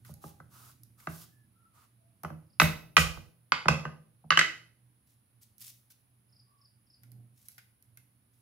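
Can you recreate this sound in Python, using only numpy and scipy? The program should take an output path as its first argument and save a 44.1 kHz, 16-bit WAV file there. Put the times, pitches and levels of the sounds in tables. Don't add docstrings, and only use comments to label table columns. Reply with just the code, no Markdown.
import sys
import numpy as np
from scipy import signal
from scipy.fft import rfft, irfft, next_fast_len
from scipy.io import wavfile
from scipy.ndimage import map_coordinates

SR = 44100
rng = np.random.default_rng(int(sys.argv[2]) if len(sys.argv) > 2 else 0)


def dump_mix(stems):
    frames = np.atleast_2d(stems).T
    limited = np.clip(frames, -1, 1)
    pcm = np.round(limited * 32767).astype(np.int16)
    wavfile.write(sys.argv[1], SR, pcm)


N = 370881

# (frequency [Hz], level [dB])
SKIN_SPECTRUM = [(1000, -25), (2000, -10.5), (3300, -6.5), (5400, -2), (8000, -3.5), (11500, 1.5),
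                 (15500, -2)]
# (time [s], level [dB], clack centre [Hz], time to give way [s],
# weight behind the landing [dB], husk level [dB], top of the husk's crunch [Hz])
PALM_BLOWS = [(2.599, -3.5, 1261, 0.017, -15.5, -33.5, 14000), (2.967, -2.5, 1226, 0.011, -21.5, -25, 7200),
              (3.683, -6, 839, .002, -13.5, -48, 7000)]


def amp(db):
    return 10 ** (np.asarray(db) / 20)


def unit(x):
    return x / np.sqrt(np.mean(x ** 2) + 1e-20)


def struck(x):
    return x / np.sqrt(np.mean(x[..., :SR // 100] ** 2) + 1e-20)


def along(points, hz):
    freqs, values = np.transpose(points)
    return np.interp(np.log(hz + 1), np.log(freqs + 1), values)


def wobble(rate, size=N):
    knots = rng.standard_normal(int(size * rate / SR) + 4)
    return map_coordinates(knots, [np.arange(size) * rate / SR])


def colour(x, spectrum):
    n = x.shape[-1]
    m = 2 * next_fast_len(n // 2 + SR // 10)
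    gain = amp(along(spectrum, np.fft.rfftfreq(m, 1 / SR)))
    cepstrum = irfft(np.log(gain))
    cepstrum[1:m // 2] *= 2
    cepstrum[m // 2 + 1:] = 0
    return irfft(rfft(x, m) * np.exp(rfft(cepstrum)), m)[..., :n]


def noise(width, size=N):
    mid, side = rng.standard_normal((2, size))
    return unit(np.array([mid + width * side, mid - width * side]))


def shaped_noise(spectrum, width, size=N):
    return unit(colour(noise(width, size), spectrum))


def pan(db):
    return amp([[db / 2], [-db / 2]])


def add(track, s, sound):
    part = track[:, max(round(s * SR), 0):][:, :sound.shape[-1]]
    part += sound[..., :part.shape[1]]


def room_tone(settle_s=1.8, hum_hz=120, swell_s=7.17, swell_width_s=.125):
    # (frequency [Hz], level [dB])
    drone_spectrum = [(20, -28.5), (45, -18.5), (70, -12.5), (95, -6.5), (108, -6.5), (120, 8), (135, -13),
                      (160, -16), (195, -12), (300, -20), (450, -35.5), (1000, -49)]
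    rumble_spectrum = [(50, -10), (120, -1), (230, 2), (400, -18), (700, -18.5), (1000, -35), (3000, -80)]
    hiss_spectrum = [(100, -4), (400, -7.5), (1000, -9.5), (2500, -13), (5000, -18.5), (8500, -28),
                     (9300, -5), (9900, -11.5), (10500, 1), (11300, -11.5), (15500, -18)]
    t = np.arange(N) / SR
    drone_db = -69 + 11 * np.exp(-t / settle_s) + 1.1 * wobble(3.9)
    drone = amp(drone_db) * shaped_noise(drone_spectrum, width=.13)
    hum = unit(np.sin(2 * np.pi * hum_hz * t + .3 * wobble(10)))
    rumble = amp(-11.5) * shaped_noise(rumble_spectrum, width=.35)
    swell = amp(-52) * np.exp(-((t - swell_s) / swell_width_s) ** 2)
    hiss = amp(-73.5) * shaped_noise(hiss_spectrum, width=.97)
    return (drone + swell * (hum + rumble)) * pan(-4) + hiss * pan(-2.4)


def crinkle(grain_db, clump_db, size):
    grains = grain_db * np.tanh(wobble(1500, size) / 2)
    clumps = clump_db * np.tanh(wobble(99, size) / 2)
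    return unit(colour(noise(.51, size) * amp(grains + clumps), SKIN_SPECTRUM))


def stroke(length, skin_db, rub_db, grain_db, flakes_per_s=20):
    # (frequency [Hz], level [dB])
    rub_spectrum = [(400, -15), (800, -9.5), (1250, 2.5), (1700, -12), (2200, -16), (3500, -17),
                    (6000, -17)]
    size = int(length * SR)
    paper = crinkle(grain_db, clump_db=.5 * grain_db, size=size)
    t = np.arange(SR // 100) / SR
    flakes = np.zeros((2, size))
    for place, smallness in rng.random((int(flakes_per_s * length), 2)):
        flake_db = 2.5 - 4.5 * np.log(smallness + .1)
        add(flakes, place * length, amp(flake_db - 60 * t / .006) * noise(1, len(t)))
    skin = amp(skin_db) * (paper + colour(flakes, SKIN_SPECTRUM))
    rub = amp(rub_db) * shaped_noise(rub_spectrum, width=.77, size=size)
    return signal.windows.tukey(size, .5) * (skin + rub)


def finger_strokes():
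    # (time [s], length [s], skin level [dB], rub level [dB])
    slides = [(0.037, 0.096, -61, -65), (0.203, 0.12, -58, -68), (0.487, 0.27, -60, -61),
              (0.965, 0.13, -63.5, -66), (1.064, 0.21, -53.5, -63.5), (1.724, 0.15, -84, -65)]
    # (time [s], length [s], skin level [dB])
    pulls = [(5.057, .1, -72), (5.406, 0.046, -60), (5.582, 0.14, -49.5), (5.898, 0.031, -56),
             (7.332, 0.25, -65.5), (8.305, 0.15, -79)]
    out = np.zeros((2, N))
    for s, length, skin_db, rub_db in slides:
        add(out, s, stroke(length, skin_db, rub_db, grain_db=5) * pan(-1.67))
    for s, length, skin_db in pulls:
        add(out, s, stroke(length, skin_db, rub_db=skin_db - 27, grain_db=12) * pan(.23))
    return out


def burst(t, spectrum, t60, width):
    return struck(colour(noise(width, len(t)) * amp(-60 * t / t60), spectrum))


def skin_snaps():
    # (time [s], level [dB], pop offset [dB])
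    breaks = [(0.049, -45.5, -2.5), (0.1397, -37, -31), (0.834, -37, -56), (1.001, -51.5, 2),
              (2.2343, -31, -15), (5.582, -41, -43), (5.6062, -38, -39), (5.9046, -50, -10),
              (7.0341, -42.5, -12), (7.1177, -41, -25), (7.4849, -29.5, -25.5), (7.5807, -41.5, 0),
              (7.8248, -44, -34), (7.973, -37, -13)]
    # (frequency [Hz], level [dB])
    tick_spectrum = [(1200, -74), (3000, -19), (5000, -1), (8000, -6.5), (11500, 10), (15500, -2.5)]
    pop_spectrum = [(900, -17), (1250, -8.5), (1500, 3.5), (1800, -8), (2100, 1), (3000, -12),
                    (6000, -14.5)]
    out = np.zeros((2, N))
    t = np.arange(SR // 10) / SR
    for s, db, pop_db in breaks:
        tick = amp(-17.5) * burst(t, tick_spectrum, t60=.014, width=.75) * pan(-5)
        pop = amp(pop_db - 10) * burst(t, pop_spectrum, t60=.06, width=1) * pan(1)
        add(out, s, amp(db) * (tick + pop))
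    return out


def ring(modes, t, attack, detune, scatter_db, spread):
    out = np.zeros((2, len(t)))
    for k, (hz, db, t60) in enumerate(modes):
        pitch, gain, side = rng.standard_normal(3)
        lead = np.clip(spread * side, -np.pi / 4, np.pi / 4) * np.array([[1], [-1]])
        phase = 2 * np.pi * hz * (1 + detune * pitch) * t + lead
        out += (-1) ** k * amp(db + scatter_db * gain - 60 * t / t60) * np.sin(phase)
    return struck(out * (1 - np.exp(-t / attack)))


def contact(db, centre_hz, weight_db, crack_db):
    # (frequency [Hz], level [dB], t60 [s])
    clack_modes = [(815, -6, 0.015), (1051.8, 0, 0.017), (1183.5, 0.5, 0.033), (1313, 1, .022),
                   (1519, 0, 0.035), (1676, -2, 0.02), (1990, -1, 0.032)]
    blade_modes = [(2046, -3, 0.019), (2575, -2, 0.02), (2888, -5.5, 0.019), (3198, -10.5, 0.018),
                   (3710, -5, 0.0082), (4580, -7.5, 0.0052)]
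    bend_modes = [(255, -13, 0.06), (314.5, -13, .14), (390, -6.5, 0.035), (489, -13, 0.09),
                  (566.4, -12.5, .1), (645, -6.5, .045), (808, 1, 0.015)]
    bounce_modes = [(54, -23, 0.26), (75.5, -17.5, 0.28), (87.8, -10.5, .42), (143, -5.5, 0.33),
                    (162.86, -1, 0.33), (220.3, -9, 0.17)]
    # (frequency [Hz], level [dB])
    crack_spectrum = [(2500, -21.5), (4200, 2), (5200, 4), (7100, 1), (8300, -6), (11000, -8.5),
                      (15500, -18.5)]
    t = np.arange(SR // 2) / SR
    short = t[:SR // 10]
    favoured = [(hz, level - 16 * np.log2(hz / centre_hz) ** 2, t60) for hz, level, t60 in clack_modes]
    clack = ring(favoured, short, attack=.001, detune=.018, scatter_db=2, spread=.93)
    blade = ring(blade_modes, short, attack=.0003, detune=.025, scatter_db=4.5, spread=.88)
    crack = struck(burst(short, crack_spectrum, t60=.018, width=2.2) * (1 - np.exp(-short / .0025)))
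    bend = ring(bend_modes, t, attack=.0018, detune=.02, scatter_db=3.5, spread=.55)
    bounce = ring(bounce_modes, t, attack=.0094, detune=.012, scatter_db=1.5, spread=.2)
    blade_db = -12.5 + .68 * db
    bend_db = -6.5 + .72 * weight_db
    hit = np.zeros((2, SR * 3 // 4))
    add(hit, 0, amp(-12.5) * clack + amp(blade_db) * blade + amp(crack_db) * crack)
    add(hit, 0, amp(bend_db) * bend + amp(weight_db - 7.5) * bounce)
    return amp(db) * (hit + amp(-5.5) * kitchen(hit))


def board_blows():
    # (time [s], level [dB], clack centre [Hz], weight [dB])
    knocks = [(0.092, -59, 700, 12), (0.239, -34.5, 800, -12), (0.401, -38.5, 1100, -17),
              (1.071, -21.5, 1270, -17.5), (2.235, -32, 940, -11.5), (2.247, -24, 1000, -17.5),
              (2.302, -36, 926, -9), (3.172, -38, 900, -13), (3.656, -22, 1050, -11),
              (3.852, -22, 1250, -18.5), (4.241, -57.5, 700, 7)]
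    # (time [s], level [dB], clack centre [Hz], relative crack [dB])
    clatter = [(3.52, -6.5, 1048, -31.5), (4.305, -5.5, 1480, -28.5), (4.317, -13, 1515, -43.5),
               (4.323, -12, 1450, -40), (4.373, -4.5, 1380, -25.5), (4.391, -5.5, 2483, -20.5),
               (4.412, -9, 2086, -36.5)]
    out = np.zeros((2, N))
    for s, db, centre_hz, weight_db in knocks:
        add(out, s, contact(db, centre_hz, weight_db, crack_db=-36.5) * pan(-1.5))
    for s, db, centre_hz, crack_db in clatter:
        add(out, s, contact(db, centre_hz, weight_db=-39, crack_db=crack_db) * pan(-3))
    for s, db, centre_hz, give_s, weight_db, *_ in PALM_BLOWS:
        add(out, s, contact(db, centre_hz, weight_db=-32.5, crack_db=-23) * pan(-2.4))
        add(out, s + give_s, contact(db - 5, centre_hz, weight_db, crack_db=-30.5) * pan(-1.1))
    return out


def far_tones():
    # (time [s], length [s], frequency [Hz], level [dB])
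    tones = [(0.099, 0.37, 818, -59.5), (1.243, 0.27, 1720, -71.5), (1.519, 0.26, 1336, -66),
             (1.92, 0.31, 665, -73), (6.423, 0.29, 1135, -69)]
    out = np.zeros((2, N))
    for s, length, hz, db in tones:
        swell = np.hanning(int(length * SR))
        band = [(hz * .8, -50), (hz * .98, -8), (hz, 0), (hz * 1.02, -8), (hz * 1.15, -50)]
        add(out, s, amp(db - 4) * swell * shaped_noise(band, width=.78, size=len(swell)))
    return out


def bird(note_s=.02, spacing_s=.034, start_hz=5550, end_hz=4400):
    # (time [s], notes [count], level approached [dB])
    phrases = [(2.459, 3, -68), (6.288, 4, -60), (6.577, 3, -58), (6.864, 3, -57.5)]
    out = np.zeros((2, N))
    progress = np.linspace(0, 1, int(note_s * SR))
    hz = start_hz + (end_hz - start_hz) * progress
    for s, count, db in phrases:
        for k in range(round(count)):
            phase = 2 * np.pi * np.cumsum(hz) / SR + .36 * wobble(700, len(hz))
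            envelope = np.sin(np.pi * progress) * amp(3 * wobble(200, len(hz)))
            note_db = db - 16 * .3 ** k
            add(out, s + k * spacing_s, amp(note_db) * envelope * np.sin(phase))
    return out


def husk_crush(splinter_s=.064, air_t60=.63):
    air_spectrum = [(20, -21), (52, 1.5), (90, -3.5), (300, -49)]  # (frequency [Hz], level [dB])
    out = np.zeros((2, N))
    t = np.arange(SR // 3) / SR
    for s, *_, husk_db, top_hz in PALM_BLOWS:
        fractures = crinkle(grain_db=10.5, clump_db=-1, size=len(t))
        husk = colour(fractures, [(top_hz, 0), (2 * top_hz, -11)])
        add(out, s, amp(husk_db) * np.exp(-(t / splinter_s) ** 2) * husk * pan(-1.8))
        air = shaped_noise(air_spectrum, width=.51, size=len(t))
        puff = amp(husk_db - 6.5 - 60 * t / air_t60) * (1 - np.exp(-t / .008))
        add(out, s, puff * air * pan(-10.5))
    return out


def kitchen(x, gap_s=.003, early_db=10, early_t60=.38):
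    # (frequency [Hz], t60 [s])
    decay_times = [(150, 0.9), (500, .72), (1200, 0.36), (2600, 0.29), (5000, 0.46), (9000, 0.3),
                   (15000, 0.95)]
    # (frequency [Hz], level [dB])
    wall_spectrum = [(80, -18), (200, -2.5), (450, 2.5), (1200, -4), (2600, 4), (6000, 1), (15000, -3)]
    hz, t, bands = signal.stft(rng.standard_normal((2, SR * 3 // 4)), SR, nperseg=256)
    early = amp(early_db - 60 * t / early_t60)
    late = amp(-60 * t / along(decay_times, hz)[:, None])
    tail = signal.istft(bands * (early + late), SR, nperseg=256)[1]
    tail = tail * np.clip(np.arange(tail.shape[1]) / SR / gap_s - .5, 0, 1)
    tail = tail + .35 * tail[::-1]
    tail = colour(tail / np.linalg.norm(tail[0]), wall_spectrum)
    return signal.fftconvolve(x, tail, axes=1)[:, :x.shape[1]]


def scene():
    skin = husk_crush() + skin_snaps() + finger_strokes()
    song = bird()
    blows = board_blows()
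    reflections = kitchen(amp(-5) * skin + amp(-3.5) * song)
    return blows + skin + song + reflections + far_tones() + room_tone()


def record(dry):
    bass_hz, top_hz = 22, 15800
    m = next_fast_len(N + SR // 2)
    hz = np.fft.rfftfreq(m, 1 / SR)
    bass_cut = (1j * hz / (1j * hz + bass_hz)) ** 3
    band_limit = np.clip((top_hz - hz) / 400 + .5, 0, 1)
    return irfft(rfft(dry, m) * bass_cut * band_limit, m)[:, :N]


dry = scene()
out = record(dry)
dump_mix(out)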